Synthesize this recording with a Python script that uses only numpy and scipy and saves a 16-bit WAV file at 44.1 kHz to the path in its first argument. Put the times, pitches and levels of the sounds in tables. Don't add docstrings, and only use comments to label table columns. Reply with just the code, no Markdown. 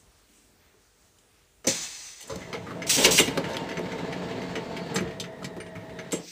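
import sys
import numpy as np
from scipy import signal
from scipy.fft import rfft, irfft, next_fast_len
from scipy.io import wavfile
from scipy.ndimage import uniform_filter1d, map_coordinates

SR = 44100
rng = np.random.default_rng(int(sys.argv[2]) if len(sys.argv) > 2 else 0)


def bounce(signal):
    frames = np.transpose(np.atleast_2d(signal))
    limited = np.clip(frames, -1, 1)
    pcm = np.round(limited * 32767).astype(np.int16)
    wavfile.write(sys.argv[1], SR, pcm)


N = 278477
T = np.arange(N) / SR

# frequency in Hz, relative level in dB.
ROOM_COLOUR = [(15, -45), (25, -21.5), (53, -1.5), (221, -13.5), (390, -13), (568, -18), (616, -15),
               (785, -16), (851, -16), (1110, -18), (1210, -16.5), (9350, -22.5), (10400, -27),
               (12600, -32), (15600, -22.5)]
VENT_COLOUR = [(410, -25), (700, -18), (840, -16), (1470, -17), (1950, -8), (2850, -10), (3550, -7.5),
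               (4910, -7), (6200, -4.5), (8150, -8), (10700, -25.5), (14100, -34.5), (15600, -30)]
RUMBLE_COLOUR = [(59, -46), (100, -7.5), (169, -0.5), (338, -8.5), (462, -4.5), (550, -9), (663, -4),
                 (788, -13.5), (1600, -23.5), (2080, -20), (3520, -120)]
CHAIN_COLOUR = [(530, -4.5), (900, 2), (1230, -8), (1330, -7), (1630, -5.5), (1880, -4.5), (2540, -7.5),
                (3850, -15.5), (5770, -27.5), (7770, -30), (8340, -36), (10700, -50.5), (15500, -43.5)]
EJECTOR_COLOUR = [(710, -21), (1200, -13.5), (1690, -12), (2210, -3), (2830, -2.5), (3990, -1), (4950, -3),
                  (6130, -1.5), (7200, -4), (7770, 0.5), (10600, -12), (13400, -17), (15600, -7)]
BLOW_COLOUR = [(880, -45), (1500, -13.5), (2420, -3), (2890, -7), (2980, -9), (5740, 3), (6920, -7),
               (8090, -7), (10100, -27), (15600, -15)]
# pitch in Hz, width in Hz, relative level in dB.
STEEL_MODES = [(111, 29, 1), (168.3, 21, 3), (264, 112, -6.5), (332.5, 29, 0), (356, 111, -4),
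               (452, 48, 0.5), (541, 58, -4), (651, 70, -5), (828, 27, 7), (1025, 74, 5), (1290, 170, 2),
               (1702, 123, -1.5), (1946, 93, 0.5), (2120, 118, 1.5), (2310, 116, 2.5), (2620, 170, -2.5),
               (2855, 81, 5), (3200, 190, 5.5), (3604, 87, 8.5), (4180, 920, 6), (5280, 340, 4),
               (5550, 200, -0.5), (6170, 75, 13), (6390, 930, 3), (7210, 300, 6.5), (7550, 95, 12),
               (8250, 380, 3), (8760, 270, 7), (10200, 4200, -3.5), (15000, 1500, -8)]
VALVE_CAVITIES = [(2600, 60, -6), (4300, 90, -6), (3560, 200, -6), (5960, 90, 0), (6360, 90, 1),
                  (6850, 90, -1), (7240, 90, -2), (8050, 120, -3), (14300, 900, 6)]
FRAME_MODES = [(112.4, 11.7, -9), (176.6, 8.1, 0.5), (255, 14, -3.5), (296, 30.6, -6), (375, 48, -7),
               (452, 15, -1), (501.5, 10, -2.5), (925, 79, -6.5), (855, 39, -19)]
NOZZLE_CAVITIES = [(4000, 110, -10), (4760, 36, 1), (5630, 140, -1), (6050, 45, 3.5), (6540, 60, 4),
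                   (7590, 59, -3), (7900, 96, -8), (8370, 28, -2)]
# time in seconds, level in dB.
HISS_SWELL = [(0, -62), (.1, -82), (.25, -76), (.37, -62), (.5, -73), (.6, -85)]
LOW_SWELL = [(.2, -85), (.3, -65), (.45, -68), (.56, -68)]
BLOW_SWELL = [(6.17, -60), (6.27, -46.5), (6.32, -44)]
# pitch in Hz, level in dB.
MOTOR_HUM = [(48.4, -71), (393.0, -79.5), (441.4, -81.5), (489.9, -80), (602.9, -84)]
# frequency in Hz, time to fall 60 dB in seconds.
WALL_DECAY = [(150, 0.4), (2000, 0.18), (12000, 0.11)]
# start in seconds, relative levels of clank, thud and tick in dB,
# pitches of clank, thud and tick in Hz, base decay time of the chatter in seconds.
LATCH_HITS = [ (0.743, -74, -54, -80, 1220, 292, 9800, .038),
              (1.186, -58, -75, -58, 3050, 121, 6270, 0.043), (1.644, -40, -35, -42, 1860, 410, 5500, 0.18),
              (1.6694, -20, -20.5, -21, 460, 204, 6330, 0.075),
              (2.2074, -44, -52.5, -40.5, 2220, 484, 7460, .11),
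              (2.2264, -42, -62, -41, 3100, 497, 8260, 0.078),
              (2.2764, -66, -55, -42.5, 1150, 440, 8400, 0.075),
              (2.2965, -36, -30, -39, 1200, 364, 4800, 0.24),
              (2.3579, -43, -29.5, -36, 1840, 180, 5470, 0.034),
              (2.404, -58, -48, -56, 2500, 400, 8500, 0.035),
              (2.5287, -29.5, -28, -36.5, 1790, 465, 4460, 0.18),
              (2.6659, -36.5, -41, -59, 1490, 385, 5100, .36),
              (2.7073, -33, -41, -48, 1430, 173, 4660, 0.071), (2.98, -22, -20, -37, 2370, 393, 7760, 0.4),
              (3.0472, -11.5, -15, -17.5, 2570, 408, 6200, 0.13),
              (3.1784, -16.5, -33, -37, 2420, 447, 7800, 0.3),
              (3.188, -22, -24.5, -17, 2810, 765, 7640, 0.13),
              (3.198, -17, -14, -16.5, 2900, 297, 7350, 0.067),
              (3.2783, -26.5, -22, -32.5, 2180, 210, 4360, 0.074),
              (3.3748, -23.5, -18, -26.5, 1400, 334, 4430, 0.046),
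              (3.49, -42, -30.5, -44.5, 1070, 443, 4590, 0.23),
              (3.532, -43, -41, -38, 3000, 450, 5200, 0.044),
              (3.5685, -24.5, -33, -39, 2560, 666, 4470, .039),
              (3.7938, -58, -24, -63, 1090, 440, 4090, 0.018),
              (4.944, -39, -29, -32.5, 1840, 440, 8100, 0.14),
              (4.9578, -24, -21.5, -24, 1920, 217, 5070, .12),
              (4.985, -25.5, -29, -48, 1890, 200, 4900, 0.074),
              (5.007, -35, -22, -54, 1700, 270, 4300, 0.054),
              (5.1995, -26.5, -36, -33, 3140, 170, 6430, 0.09),
              (5.4222, -37.5, -35, -55, 1000, 165, 6850, 0.1),
              (5.431, -43, -50, -51, 3000, 450, 7000, 0.03),
              (5.4437, -33, -31.5, -34, 2100, 176, 5350, 0.083),
              (5.5667, -40, -31.5, -75, 640, 290, 4270, 0.06),
              (5.754, -38, -31.5, -59, 1770, 162, 6000, 0.14),
              (6.1104, -44, -44, -45, 3700, 335, 4120, 0.043),
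              (6.12, -31, -33.5, -25.5, 2680, 435, 7650, 0.21),
              (6.1288, -34.5, -19.5, -36, 1330, 314, 7500, 0.061)]
# start in seconds, relative clank level in dB.
LINK_HITS = [(2.417, -42), (2.819, -29), (3.4414, -30.5), (3.5433, -32), (3.6894, -32.5), (3.713, -35.5),
             (3.77, -30), (3.8563, -40), (3.918, -33.5), (3.9831, -38), (4.0551, -48), (4.1249, -31.5),
             (4.3108, -41), (4.4162, -36), (4.5544, -27.5), (4.7652, -32), (5.075, -42), (5.109, -40.5),
             (5.239, -36), (5.6019, -36), (5.6637, -44.5), (5.8092, -51), (5.894, -46), (5.988, -33.5)]
# start in seconds, level in dB.
FLOOR_JOLTS = [(1.67, -58), (2.3, -39.5), (2.56, -44), (2.89, -42.5), (3.2, -35), (4.05, -55), (4.44, -46),
               (4.97, -35.5), (5.548, -43.5), (5.87, -45)]
# time in seconds, rumble level in dB, relative chain level in dB.
DRIVE_LEVELS = [(2.24, -55, -54), (2.32, -49.5, -45), (2.47, -41, -47.5), (2.9, -36, -45.5),
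                (3.07, -34.5, -22.5), (3.19, -34.5, -64), (3.29, -33.5, -35.5), (3.48, -36, -39.5),
                (4.2, -35, -40), (5.05, -37, -41.5), (5.22, -41, -52), (5.67, -45, -53.5),
                (6.19, -42, -48.5), (6.25, -50, -78)]
# start and end in seconds, first and last pitch
# in Hz, first and last level in dB, pitch waver in Hz, level waver in dB.
GEAR_MESHES = [(2.38, 2.9, 646, 656, -51, -47, 2, 1.5), (3.4, 4.85, 660, 668, -46, -48, 3.8, 3),
               (4.97, 6.12, 651, 643, -47.5, -50.5, 1.6, 1.8), (3.24, 4.9, 908, 906, -48, -53, 6.9, 4),
               (5.05, 6.1, 853, 843, -60, -65, 3.9, 3.5)]
# start and end in seconds, pitch in Hz, first and last level in dB.
FUZZY_TONES = [(2.405, 2.847, 2010, -53, -71), (3.41, 4.923, 2090, -57, -63), (3.45, 4.95, 4480, -65, -57),
               (4.996, 6.12, 1853, -56, -58.5), (5.2, 6.1, 3800, -68, -69)]
# start and end in seconds, first and last level in dB.
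EJECTOR_PUFFS = [(2.867, 2.896, -32.5, -34), (2.895, 2.97, -16, -23.5), (2.968, 3.067, -31, -21),
                 (3.109, 3.177, -22, -23), (3.178, 3.204, -19, -29)]
# start in seconds, relative level in dB.
MOULD_HITS = [(3.0467, -13), (3.0525, -13), (3.1883, -8), (3.1935, -18)]
# pitch in Hz, relative level in dB, time to fall 60 dB in seconds.
MOULD_MODES = [(2240, -7, .07), (2445, -6, .06), (2612, -4, .08), (2832, 0, .075), (3035, -4, .08)]
# time in seconds, pitch in Hz, level in dB.
SQUEAK_PATH = [(5.602, 9040, -49), (5.616, 8960, -55), (5.64, 8900, -66), (5.7, 9000, -67)]

TONE_FADE_S = .04


def amp(db):
    return 10 ** (np.asarray(db) / 20)


def unit(x):
    return x / np.sqrt(np.mean(x ** 2) + 1e-20)


def along(points, hz):
    f, v = np.transpose(points)
    return np.interp(np.log(hz + 1), np.log(f + 1), v)


def fader(rows, column=1):
    rows = np.asarray(rows)
    return amp(np.interp(T, rows[:, 0], rows[:, column], left=-120, right=-120))


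def span(start, end, first_db, last_db, fade):
    edges = np.clip(np.minimum(T - start, end - T) / fade + .5, 0, 1)
    return edges * amp(np.interp(T, [start, end], [first_db, last_db]))


def dying(start, db, rise, t60):
    t = np.maximum(T - start, 0)
    return amp(db - 60 * t / t60) * (1 - np.exp(-t / rise))


def wobble(rate):
    return map_coordinates(rng.standard_normal(int(N * rate / SR) + 4), [T * rate])


def filtered(x, response):
    size = next_fast_len(N + SR // 2)
    return irfft(rfft(x, size) * response(np.fft.rfftfreq(size, 1 / SR)), size)[:N]


def resonance(modes, f):
    return sum((-1) ** k * amp(db) * 1j * f * width / (hz * hz - f * f + 1j * f * width)
               for k, (hz, width, db) in enumerate(modes))


def noise(colour, ring=(), ring_db=0, flutter=1):
    def response(hz):
        return amp(along(colour, hz)) * np.hypot(1, amp(ring_db) * abs(resonance(ring, hz)))
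    return unit(filtered(flutter * rng.standard_normal(N), response))


def patchy(x, depth_db):
    bands = signal.stft(x, nperseg=512)[2]
    swells = uniform_filter1d(rng.standard_normal(bands.shape), size=16, axis=0)
    swells = uniform_filter1d(swells, size=30, axis=1)
    return signal.istft(bands * amp(depth_db * unit(swells)), nperseg=512)[1][:N]


def walls(x):
    hz, t, bands = signal.stft(rng.standard_normal(SR // 2), SR, nperseg=256)
    tail = signal.istft(bands * amp(-60 * t / along(WALL_DECAY, hz)[:, None]), SR, nperseg=256)[1]
    return signal.fftconvolve(np.pad(x, (400, 0)), tail / np.linalg.norm(tail))[:N]


def room_tone():
    bed = amp(-62.5 + .75 * wobble(15)) * patchy(noise(ROOM_COLOUR), depth_db=1.5)
    hum = sum(np.sqrt(2) * amp(db + 1.7 * wobble(6.7)) * np.sin(2 * np.pi * (hz * T + rng.random()))
              for hz, db in MOTOR_HUM)
    hiss = noise([(4500, -18), (5800, -10), (6800, -10), (8000, -5), (9500, -15), (12000, -60)])
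    rumble = noise([(100, -36), (200, -6), (280, -5), (400, -17), (700, -32)])
    return bed + hum + fader(HISS_SWELL) * hiss + fader(LOW_SWELL) * rumble


def steel_knocks():
    size = 16384
    out, t, f = np.zeros(N + size), np.arange(size) / SR, np.fft.rfftfreq(size, 1 / SR)
    each_mode = np.array([(-1) ** k * resonance([(hz, max(width, 22, .03 * hz), db)], f)
                          for k, (hz, width, db) in enumerate(STEEL_MODES)])
    mode_hz = np.array(STEEL_MODES)[:, 0]
    rise_s = np.array([[.001], [.004], [.0012]])
    stretch = np.array([[1.05], [1.3], [.8]])
    falloff_db = np.array([[6], [3.5], [8]])
    snap_band = np.array([[0], [0], [1]]) * 1j * f / (3500 + 1j * f) / (1 + 1j * f / 9000)
    latch_snap_db, link_snap_db, snap_t60 = -7, -11, .06
    link_hz, link_t60 = (1914, 324, 4780), .12
    latches = [(*row, latch_snap_db) for row in LATCH_HITS]
    links = [(start, db, db - 3.5, db - 9.5, *link_hz, link_t60, link_snap_db) for start, db in LINK_HITS]
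    for start, *layers, t60, snap_db in latches + links:
        db, hz = np.reshape(layers, (2, 3, 1))
        grit = rng.standard_normal((3, size)) * amp(.42 * np.repeat(rng.standard_normal(size // 128), 128))
        chatter = grit * (1 - np.exp(-t / rise_s)) * amp(-60 * t / (stretch * max(t60, .02)))
        chatter[:, 1] += [10, 9, 3]
        scatter_db = rng.normal(0, 2, (3, len(STEEL_MODES)))
        share = amp(-falloff_db * (2 * np.log2(mode_hz / hz)) ** 2 + scatter_db)
        ring = rfft(chatter) * (share @ each_mode)
        snap = rfft(chatter * amp(snap_db - 60 * t / snap_t60)) * snap_band
        hit = irfft(ring + snap)
        loudest = np.sqrt(uniform_filter1d(hit ** 2, size=400).max(axis=1, keepdims=True))
        out[round(start * SR):][:size] += np.sum(amp(db - 4.5) * hit / loudest, axis=0)
    return out[:N]


def valve_vent(turbulence):
    start, rise = 1.669, .0055
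    burst = dying(start, -17.5, rise, t60=.23) * noise(VENT_COLOUR, VALVE_CAVITIES, 5.6, turbulence)
    drain = dying(start, -36, rise, t60=1.81) * noise(VENT_COLOUR, VALVE_CAVITIES, 6.3, turbulence)
    return burst + drain + amp(4) * walls(drain)


def floor_shudder():
    jolts = sum(dying(start, db, rise=.014, t60=.7) for start, db in FLOOR_JOLTS)
    tremble = amp(-17) * fader(DRIVE_LEVELS)
    bass = noise([(20, -62), (40, -33), (60, -5.5), (110, -6), (150, -4), (300, -120)])
    return np.hypot(jolts, tremble) * bass


def motor_rumble():
    lumps = amp(1.3 * wobble(45) + 1.5 * wobble(120))
    return fader(DRIVE_LEVELS) * noise(RUMBLE_COLOUR, FRAME_MODES, ring_db=11, flutter=lumps)


def chain_rattle():
    links_passed = np.cumsum(amp(2.9 * wobble(14))) * 16 / SR
    bursts = amp(-14 * (links_passed % 1)) * amp(2.5 * wobble(12))
    rattle = noise(CHAIN_COLOUR, flutter=.7 + bursts)
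    treble = filtered(rattle, lambda hz: np.clip(np.log2(hz / 2500 + 1e-9), 0, 1.5))
    chain = amp(-6) * fader(DRIVE_LEVELS, column=2) * (rattle + amp(2) * treble)
    return chain + amp(-1) * walls(chain)


def gear_whine():
    out = np.zeros(N)
    for start, end, first_hz, last_hz, first_db, last_db, waver_hz, waver_db in GEAR_MESHES:
        hz = np.interp(T, [start, end], [first_hz, last_hz]) + waver_hz * wobble(30)
        gain = span(start, end, first_db, last_db, TONE_FADE_S) * amp(waver_db * wobble(16))
        out += np.sqrt(2) * gain * np.sin(2 * np.pi * np.cumsum(hz) / SR)
    return out


def drive_singing():
    out = np.zeros(N)
    fuzz = .09
    for start, end, hz, first_db, last_db in FUZZY_TONES:
        band = filtered(rng.standard_normal(N), lambda f: resonance([(hz, fuzz * hz, 0)], f) ** 2)
        out += span(start, end, first_db, last_db, TONE_FADE_S) * amp(2.7 * wobble(9)) * unit(band)
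    return out


def ejector_jet(turbulence):
    rise = .004
    puffs = sum(span(start, end, first_db, last_db, rise) + dying(end, last_db - 8.5, rise, t60=.35)
                for start, end, first_db, last_db in EJECTOR_PUFFS)
    return puffs * noise(EJECTOR_COLOUR, NOZZLE_CAVITIES, ring_db=6, flutter=turbulence)


def mould_clang():
    out, t = np.zeros(N), np.arange(SR // 4) / SR
    for start, db in MOULD_HITS:
        ring = sum(amp(mode_db + rng.normal(0, 3.6) - 60 * t / t60) * np.sin(2 * np.pi * hz * t)
                   for hz, mode_db, t60 in MOULD_MODES)
        out[round(start * SR):][:len(t)] += amp(db - 5) * ring
    return out


def slide_squeak():
    times, hz, _ = np.transpose(SQUEAK_PATH)
    pitch = np.interp(T, times, hz) + 110 * wobble(400)
    tone = np.sin(2 * np.pi * np.cumsum(pitch) / SR)
    return np.sqrt(2) * fader(SQUEAK_PATH, column=2) * amp(2.1 * wobble(80.6)) * tone


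def blowing_air(turbulence):
    return fader(BLOW_SWELL) * noise(BLOW_COLOUR, flutter=turbulence)


def scene():
    metal = steel_knocks() + mould_clang() + slide_squeak()
    turbulence = amp(1.55 * wobble(60))
    air = valve_vent(turbulence) + ejector_jet(turbulence) + blowing_air(turbulence)
    drive = motor_rumble() + chain_rattle() + gear_whine() + drive_singing()
    return (metal + amp(-13) * walls(metal) + air + drive + floor_shudder() + room_tone())[None]


def record(dry):
    low_hz, top_hz = 27, 15500

    def response(hz):
        low_cut = (1j * hz / (low_hz + 1j * hz)) ** 2
        high_cut = np.clip((top_hz - hz) / 150 + .5, 0, 1)
        return low_cut * high_cut
    return filtered(dry[0], response)[None]


dry = scene()
out = record(dry)
bounce(out)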